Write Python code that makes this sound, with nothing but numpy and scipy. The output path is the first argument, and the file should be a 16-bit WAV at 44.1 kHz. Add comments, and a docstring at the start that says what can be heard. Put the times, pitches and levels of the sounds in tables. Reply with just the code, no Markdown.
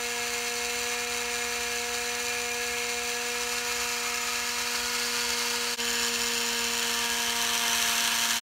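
"""Toy tractor winching in a line

A toy tractor's small electric motor winches in a line over muddy ground, heard from afar, then closer.
Sine tones at multiples of the shaft speed hum and whine; the speed swings with the drum and sags with the pull.
Tooth impacts and rubbing noise chatter through a resonant plastic and metal body, harder once a turn.
The resonances shift as the listener walks round. Filtered noise rumbles low; one brief dip, then a fade-out."""
import sys
import numpy as np
from scipy import signal
from scipy.fft import rfft, irfft, next_fast_len
from scipy.io import wavfile
from scipy.ndimage import uniform_filter1d

SR = 44100
rng = np.random.default_rng(int(sys.argv[2]) if len(sys.argv) > 2 else 0)


def store_pcm(level_fs):
    """Save levels as 16-bit WAV."""
    pcm = np.round(np.clip(level_fs, -1, 1) * 32767).astype(np.int16)
    wavfile.write(sys.argv[1], SR, np.atleast_2d(pcm).T)


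N = 377041  # length in samples


def amp(db):
    """Decibels to gain."""
    return 10 ** (np.asarray(db) / 20)


def unit(x):
    """Scale to rms 1."""
    return x / np.sqrt(np.mean(x ** 2) + 1e-20)


def along(points, hz):
    """Read (frequency, value) points on a log frequency axis."""
    point_hz, values = np.transpose(points)
    return np.interp(np.log(hz + 1), np.log(point_hz + 1), values)


def curves(rows):
    """One value per sample for each column after the time."""
    time_s, *columns = np.transpose(rows)
    return [np.interp(np.arange(N) / SR, time_s, column) for column in columns]


def heard_from(place, values):
    """Blend one value per place along the walk."""
    return np.interp(place, np.arange(len(values)), values)


def wobble(rate):
    """A smooth random curve with rate knots a second."""
    knots = rng.standard_normal(int(N * rate / SR) + 4)
    fine = signal.resample_poly(knots, 8, 1)
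    fine_at = np.linspace(0, len(knots), len(fine), endpoint=False)
    return np.interp(np.arange(N) * rate / SR, fine_at, fine)


def coloured(x, gain_db):
    """Filter x causally (minimum phase) by a gain in dB that is a function of frequency."""
    size = 2 * next_fast_len(N // 2 + 4096)
    log_gain = np.log(amp(gain_db(np.fft.rfftfreq(size, 1 / SR))))
    cepstrum = irfft(log_gain, size)
    # folding the cepstrum forward in time makes the filter causal
    cepstrum[1:size // 2] *= 2
    cepstrum[size // 2 + 1:] = 0
    response = np.exp(rfft(cepstrum))
    return irfft(rfft(x, size) * response, size)[:N]


def below(x, hz):
    """The part of x under a frequency, without delay."""
    lowpass = signal.butter(3, min(hz, SR / 3), fs=SR, output="sos")
    return signal.sosfiltfilt(lowpass, x)


# spectrum of the outdoor rumble, relative: freq_hz, density_db (per Hz)
RUMBLE_SPECTRUM = [(10, -52), (20, -40.5), (28, -28), (40, -9), (56, -1.5), (63, 6.5), (70, -4.5),
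                   (100, -4.5), (150, -13.5), (200, -28), (400, -22.5), (1500, -70)]
RUMBLE_DB, RUMBLE_SWELL_DB = -57, .7  # level and scale of the slow swells


def outdoors():
    """A faint low rumble: shaped noise that swells slowly."""
    level_db = RUMBLE_DB + RUMBLE_SWELL_DB * wobble(1)
    rumble = coloured(rng.standard_normal(N), lambda hz: along(RUMBLE_SPECTRUM, hz))
    return amp(level_db) * unit(rumble)


# the motor slows as the pull grows: time_s, mean_speed_hz (shaft turns per second)
SHAFT_SPEED = [(0, 119.7), (1.6, 119.75), (3.5, 120.2), (5.74, 119.7), (5.79, 118), (6.1, 117.7),
               (6.7, 117.9), (7.3, 117.3), (8.35, 116.5)]
# the load eases once per turn of the winch drum: turn length, first easy moment, swing of shaft speed
DRUM_TURN_S, DRUM_EASY_S, DRUM_SWING_HZ = 1.27, .97, .36
DRIFT_HZ = .08  # scale of the chance drift of shaft speed


def shaft_speed():
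    """Turns a second: the speed sags under the pull and swings with each turn of the drum."""
    mean_hz, = curves(SHAFT_SPEED)
    drum = np.cos(2 * np.pi * (np.arange(N) / SR - DRUM_EASY_S) / DRUM_TURN_S)
    return mean_hz + DRUM_SWING_HZ * drum + DRIFT_HZ * wobble(7)


# the listener's walk: time_s, place (0 far, 1 nearer, 2 side, 3 front, 4 close)
LISTENER_WALK = [(3.1, 0), (3.8, 1), (4.2, 1), (5.1, 2), (5.75, 2), (5.78, 3), (6.5, 3), (7.55, 4),
                 (7.95, 4), (8.35, 3.65)]


def listener_place():
    """Where the listener stands; fractions blend two neighbouring places."""
    place, = curves(LISTENER_WALK)
    return place


def tone(turns, order):
    """A sine at one multiple (order) of the shaft speed, rms 1."""
    return np.sqrt(2) * np.sin(2 * np.pi * (order * turns + rng.random()))


# low tones from each place, before flutter: shaft_order, far_db, nearer_db, side_db, front_db, close_db
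HUM_TONES = [(2, -50.5, -51, -47.5, -44.5, -47), (6, -44.5, -47, -52, -52, -44.5),
             (8, -53.5, -48.5, -48.5, -46, -43)]
# loudest low tone, shaft order 4, before flutter: time_s, level_db
MAIN_TONE_LEVEL = [(0, -40.5), (3.4, -40), (4.55, -47), (4.95, -42.5), (6.1, -40.5), (6.75, -42),
                   (7.8, -47), (8.35, -57)]


def hum(turns, place, flutter_db):
    """The motor's clean low tones, at even multiples of the shaft speed; the higher ones flutter more."""
    levels = [(order, heard_from(place, by_place)) for order, *by_place in HUM_TONES]
    levels.append((4, curves(MAIN_TONE_LEVEL)[0]))
    out = np.zeros(N)
    for order, level_db in levels:
        flutter = flutter_db * (order / 2) * wobble(14)
        out += amp(level_db + flutter) * tone(turns, order)
    return out


# weaker whine from three sides, relative to the whine's level: shaft_order, far_db, side_db, front_db
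WHINE_TONES = [(5, -23.5, -20, -30), (10, -16, -11.5, -10), (12, -17.5, -8, -16.5), (13, -28, -16.5, -14),
               (14, -6, -8, -6.5), (15, -12.5, -17, -9), (16, -13, -13, -10.5), (18, -7, -8, -9.5),
               (20, -4.5, -7, -11.5), (22, -9.5, -11, -12), (24, -13, -19, -13.5), (26, -19, -15, -5)]


def whine(turns, place, level_db, backlash, flutter_db):
    """Higher shaft orders; play in the gears makes each waver in phase and strength."""
    out = np.zeros(N)
    for order, *by_side in WHINE_TONES:
        relative_db = np.interp(place, [0, 2, 3], by_side)
        flutter = flutter_db * (wobble(8) + wobble(35))
        loose_turns = turns + backlash * (wobble(12) + wobble(60))
        out += amp(level_db + relative_db + flutter) * tone(loose_turns, order)
    return out


def teeth(turns, scatter, size_db, count):
    """One tiny impact for each of count teeth a turn, uneven in time and size."""
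    tooth = np.arange(int(turns[-1] * count))
    chance = rng.standard_normal((len(tooth), 2))
    impact_turn = (tooth + scatter * chance[:, 0]) / count
    sample = np.round(np.interp(impact_turn, turns, np.arange(N))).astype(int)
    return unit(np.bincount(sample, amp(size_db * chance[:, 1]), N))


def rattle(turns, depth_db, sharpness, uneven):
    """Gain of an off-centre pinion that bites once per turn given, with random strength."""
    bite = np.abs(np.sin(np.pi * turns)) ** (2 * sharpness)
    strength = np.clip(1 + uneven * rng.uniform(-1.07, 1, int(turns[-1]) + 1), 0, None)
    gain = 1 + (amp(depth_db) - 1) * bite * strength[turns.astype(int)]
    return gain / np.sqrt(uniform_filter1d(gain ** 2, SR // 4))  # even power over quarter seconds


# teeth that catch with a light click, relative level: start_s, level_db
TOOTH_CLICKS = [(2.5425, -14), (4.1425, -13), (5.304, -9), (6.592, -16), (7.1401, -18), (7.6644, -18),
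                (7.707, -16.5), (7.8959, -14), (8.076, -7.5), (8.3085, -7.5)]


def clicks(t60, click_db):
    """Short decaying noise bursts of force where a tooth catches and lets go."""
    out, t = np.zeros(N), np.arange(SR // 40) / SR
    for start_s, level_db in TOOTH_CLICKS:
        decay = amp(level_db + click_db - 60 * t / t60)
        out[round(start_s * SR):][:len(t)] += decay * rng.standard_normal(len(t))
    return out


def shell(blows, ring_db, t60):
    """Each blow goes on rattling as a decaying noise tail inside the hollow shell."""
    t = np.arange(SR // 20) / SR
    answer = rng.standard_normal(len(t)) * amp(-60 * t / t60) * (t > .001)
    answer *= amp(ring_db) / np.linalg.norm(answer)
    answer[0] = 1  # the blow itself
    return signal.fftconvolve(blows, answer)[:N]


# the body's broad slope from each place: freq_hz, level_db (relative)
FAR_BODY_SLOPE = [(150, -13), (400, -13.5), (600, -10), (900, -1), (2500, -6), (7000, -6.5), (10500, -14.5),
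                  (15500, -12)]
NEARER_BODY_SLOPE = [(150, -17.5), (400, -16), (600, -15), (900, -4), (2500, -10), (7000, 0.5),
                     (10500, -12.5), (15500, -15.5)]
SIDE_BODY_SLOPE = [(150, -18.5), (400, -17.5), (600, -11.5), (900, -7.5), (2500, -1), (7000, -1.5),
                   (10500, -14), (15500, -16.5)]
FRONT_BODY_SLOPE = [(150, -17.5), (400, -15.5), (600, -11.5), (900, -4), (2500, -10.5), (7000, -9.5),
                    (10500, -14.5), (15500, -17)]
CLOSE_BODY_SLOPE = [(150, -17.5), (400, -16.5), (600, -12.5), (900, -1.5), (2500, -9), (7000, -6.5),
                    (10500, -10.5), (15500, -16.5)]
# the body's resonances and dips from each place: centre_hz, width_hz, boost_db (negative for a dip)
FAR_BODY_MODES = [(1335, 36, 7.5), (1680, 78, 4.5), (2000, 130, -4), (2455, 1200, 11), (3470, 170, -6.5),
                  (4110, 1260, 8), (4569, 77, 7), (6040, 680, 9.5), (7110, 490, 8.5), (8330, 920, 4.5),
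                  (9580, 1100, 7.5), (12753, 800, 2.6)]
NEARER_BODY_MODES = [(760, 45, -2), (1270, 126, 11), (1686, 120, 7), (2483, 1070, 12.5), (3150, 65, 4.5),
                     (3470, 196, -5), (4240, 1200, 4.7), (5900, 121, 3.5), (6300, 156, 2),
                     (7050, 510, 10.5), (7207, 1270, -10), (12464, 651, 2)]
SIDE_BODY_MODES = [(770, 39, -9), (946, 170, 6), (1140, 41, -12.5), (1250, 440, 5.5), (2900, 129, 5.5),
                   (3550, 240, -5.5), (4160, 110, 4.5), (4540, 177, 8), (5930, 60, -0.5), (7830, 982, -3),
                   (9100, 335, 4), (12469, 384, 3.5)]
FRONT_BODY_MODES = [(855, 90, -3), (1600, 310, 6.5), (2750, 970, 11.5), (3080, 260, 4.5), (4350, 1100, 10),
                    (5540, 570, 9), (6306, 646, 4), (7020, 390, 11), (8840, 840, 9), (8830, 331, -6.5),
                    (10060, 188, 5.5), (14183, 490, 7.5)]
CLOSE_BODY_MODES = [(845, 240, -3.5), (1645, 169, 7), (2510, 664, 6), (3087, 450, 10), (4060, 1350, 6),
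                    (4920, 270, -5), (5940, 680, 8), (8535, 441, 2.5), (10000, 214, -2), (10500, 330, -10),
                    (12454, 524, 4.5), (13802, 1200, -1.5)]


def body(blows, place):
    """The body rings with each blow; which resonances carry depends on where one stands."""
    views = [(FAR_BODY_SLOPE, FAR_BODY_MODES), (NEARER_BODY_SLOPE, NEARER_BODY_MODES),
             (SIDE_BODY_SLOPE, SIDE_BODY_MODES), (FRONT_BODY_SLOPE, FRONT_BODY_MODES),
             (CLOSE_BODY_SLOPE, CLOSE_BODY_MODES)]
    out = np.zeros(N)
    for index, (slope, modes) in enumerate(views):
        def gain_db(hz):
            """Broad slope plus every resonance and dip of this view."""
            peaks = sum(db / (1 + (2 * (hz - centre) / width) ** 2) for centre, width, db in modes)
            return along(slope, hz) + peaks
        share = np.clip(1 - np.abs(place - index), 0, 1)
        out += share * unit(coloured(blows, gain_db))
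    return out


# the gears, one row per place from far to close: chatter_db (before labouring), rattle_db (before bite scaling)
GEAR_PLACES = [(-32.2, 4), (-31, 3.2), (-29.5, 3.5), (-29, 5), (-28.5, 5)]


def gearbox(turns, place, rub_db, clack_bite, fizz_bite, growl_bite, restless_db):
    """Tooth impacts and the rubbing between them shake the body; the rattle clacks most in the low treble."""
    gear_db, depth_db = (heard_from(place, column) for column in np.transpose(GEAR_PLACES))
    impacts = teeth(turns, scatter=.2, size_db=2, count=12)
    rubbing = amp(rub_db) * rng.standard_normal(N)
    force = unit(impacts - impacts.mean() + rubbing)
    # three bands: growl, clack (low treble) and fizz
    growl, under_fizz = below(force, hz=3570), below(force, hz=7800)
    clack, fizz = under_fizz - growl, force - under_fizz
    bite = rattle(turns, clack_bite * depth_db, sharpness=4.9, uneven=0.98)
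    treble = clack * bite + fizz * bite ** fizz_bite
    # the growl bites twice a shaft turn
    growl = growl * rattle(2 * turns, growl_bite * depth_db, sharpness=2.1, uneven=1.0)
    load = amp(restless_db * (wobble(70) + wobble(22)))  # the line tugs unevenly
    # dividing by the gear gain keeps the clicks from following it
    blows = (growl + treble) * load + clicks(t60=0.02, click_db=-12) / amp(gear_db)
    return amp(gear_db) * body(shell(blows, ring_db=-10.5, t60=0.046), place)


# below this shaft speed the gears grind louder, by so many dB per Hz lost
LABOUR_HZ, LABOUR_DB_PER_HZ = 117.65, 1.56


def labour(speed_hz):
    """Gain of the gears, which grind louder as the motor labours, over at most 2 Hz of lost speed."""
    return amp(LABOUR_DB_PER_HZ * np.clip(LABOUR_HZ - speed_hz, 0, 2))


def scene():
    """One shaft drives hum, whine and gears over the outdoor rumble."""
    background = outdoors()
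    speed_hz = shaft_speed()
    turns = np.cumsum(speed_hz) / SR
    place = listener_place()
    motor = hum(turns, place, flutter_db=0.28)
    motor = motor + whine(turns, place, level_db=-40.0, backlash=0.0036, flutter_db=1.87)
    gears = gearbox(turns, place, rub_db=5.5, clack_bite=1.28, fizz_bite=0.79, growl_bite=0.44,
                    restless_db=0.5)
    return (background + motor + labour(speed_hz) * gears)[None]


# moments of silence, brief and final, and the length of each ramp
DIP_S, END_S, FADE_S = 5.766, 8.402, .03
TOP_HZ = 15750  # nothing is left above this


def record(dry):
    """The level dips briefly and fades out; a highpass and a steep top cut limit the band."""
    size = next_fast_len(N + SR // 2)
    hz, t = np.fft.rfftfreq(size, 1 / SR), np.arange(N) / SR
    nearest_silence_s = np.minimum(np.abs(t - DIP_S), END_S - t)
    fade = np.clip(nearest_silence_s / FADE_S, 0, 1) ** 1.16
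    highpass = signal.butter(4, 24, "high", fs=SR, output="sos")
    faded = signal.sosfilt(highpass, dry) * fade
    top_cut = np.clip((TOP_HZ - hz) / 60, 0, 1)
    return irfft(rfft(faded, size) * top_cut, size)[:, :N]


dry = scene()
out = record(dry)
store_pcm(out)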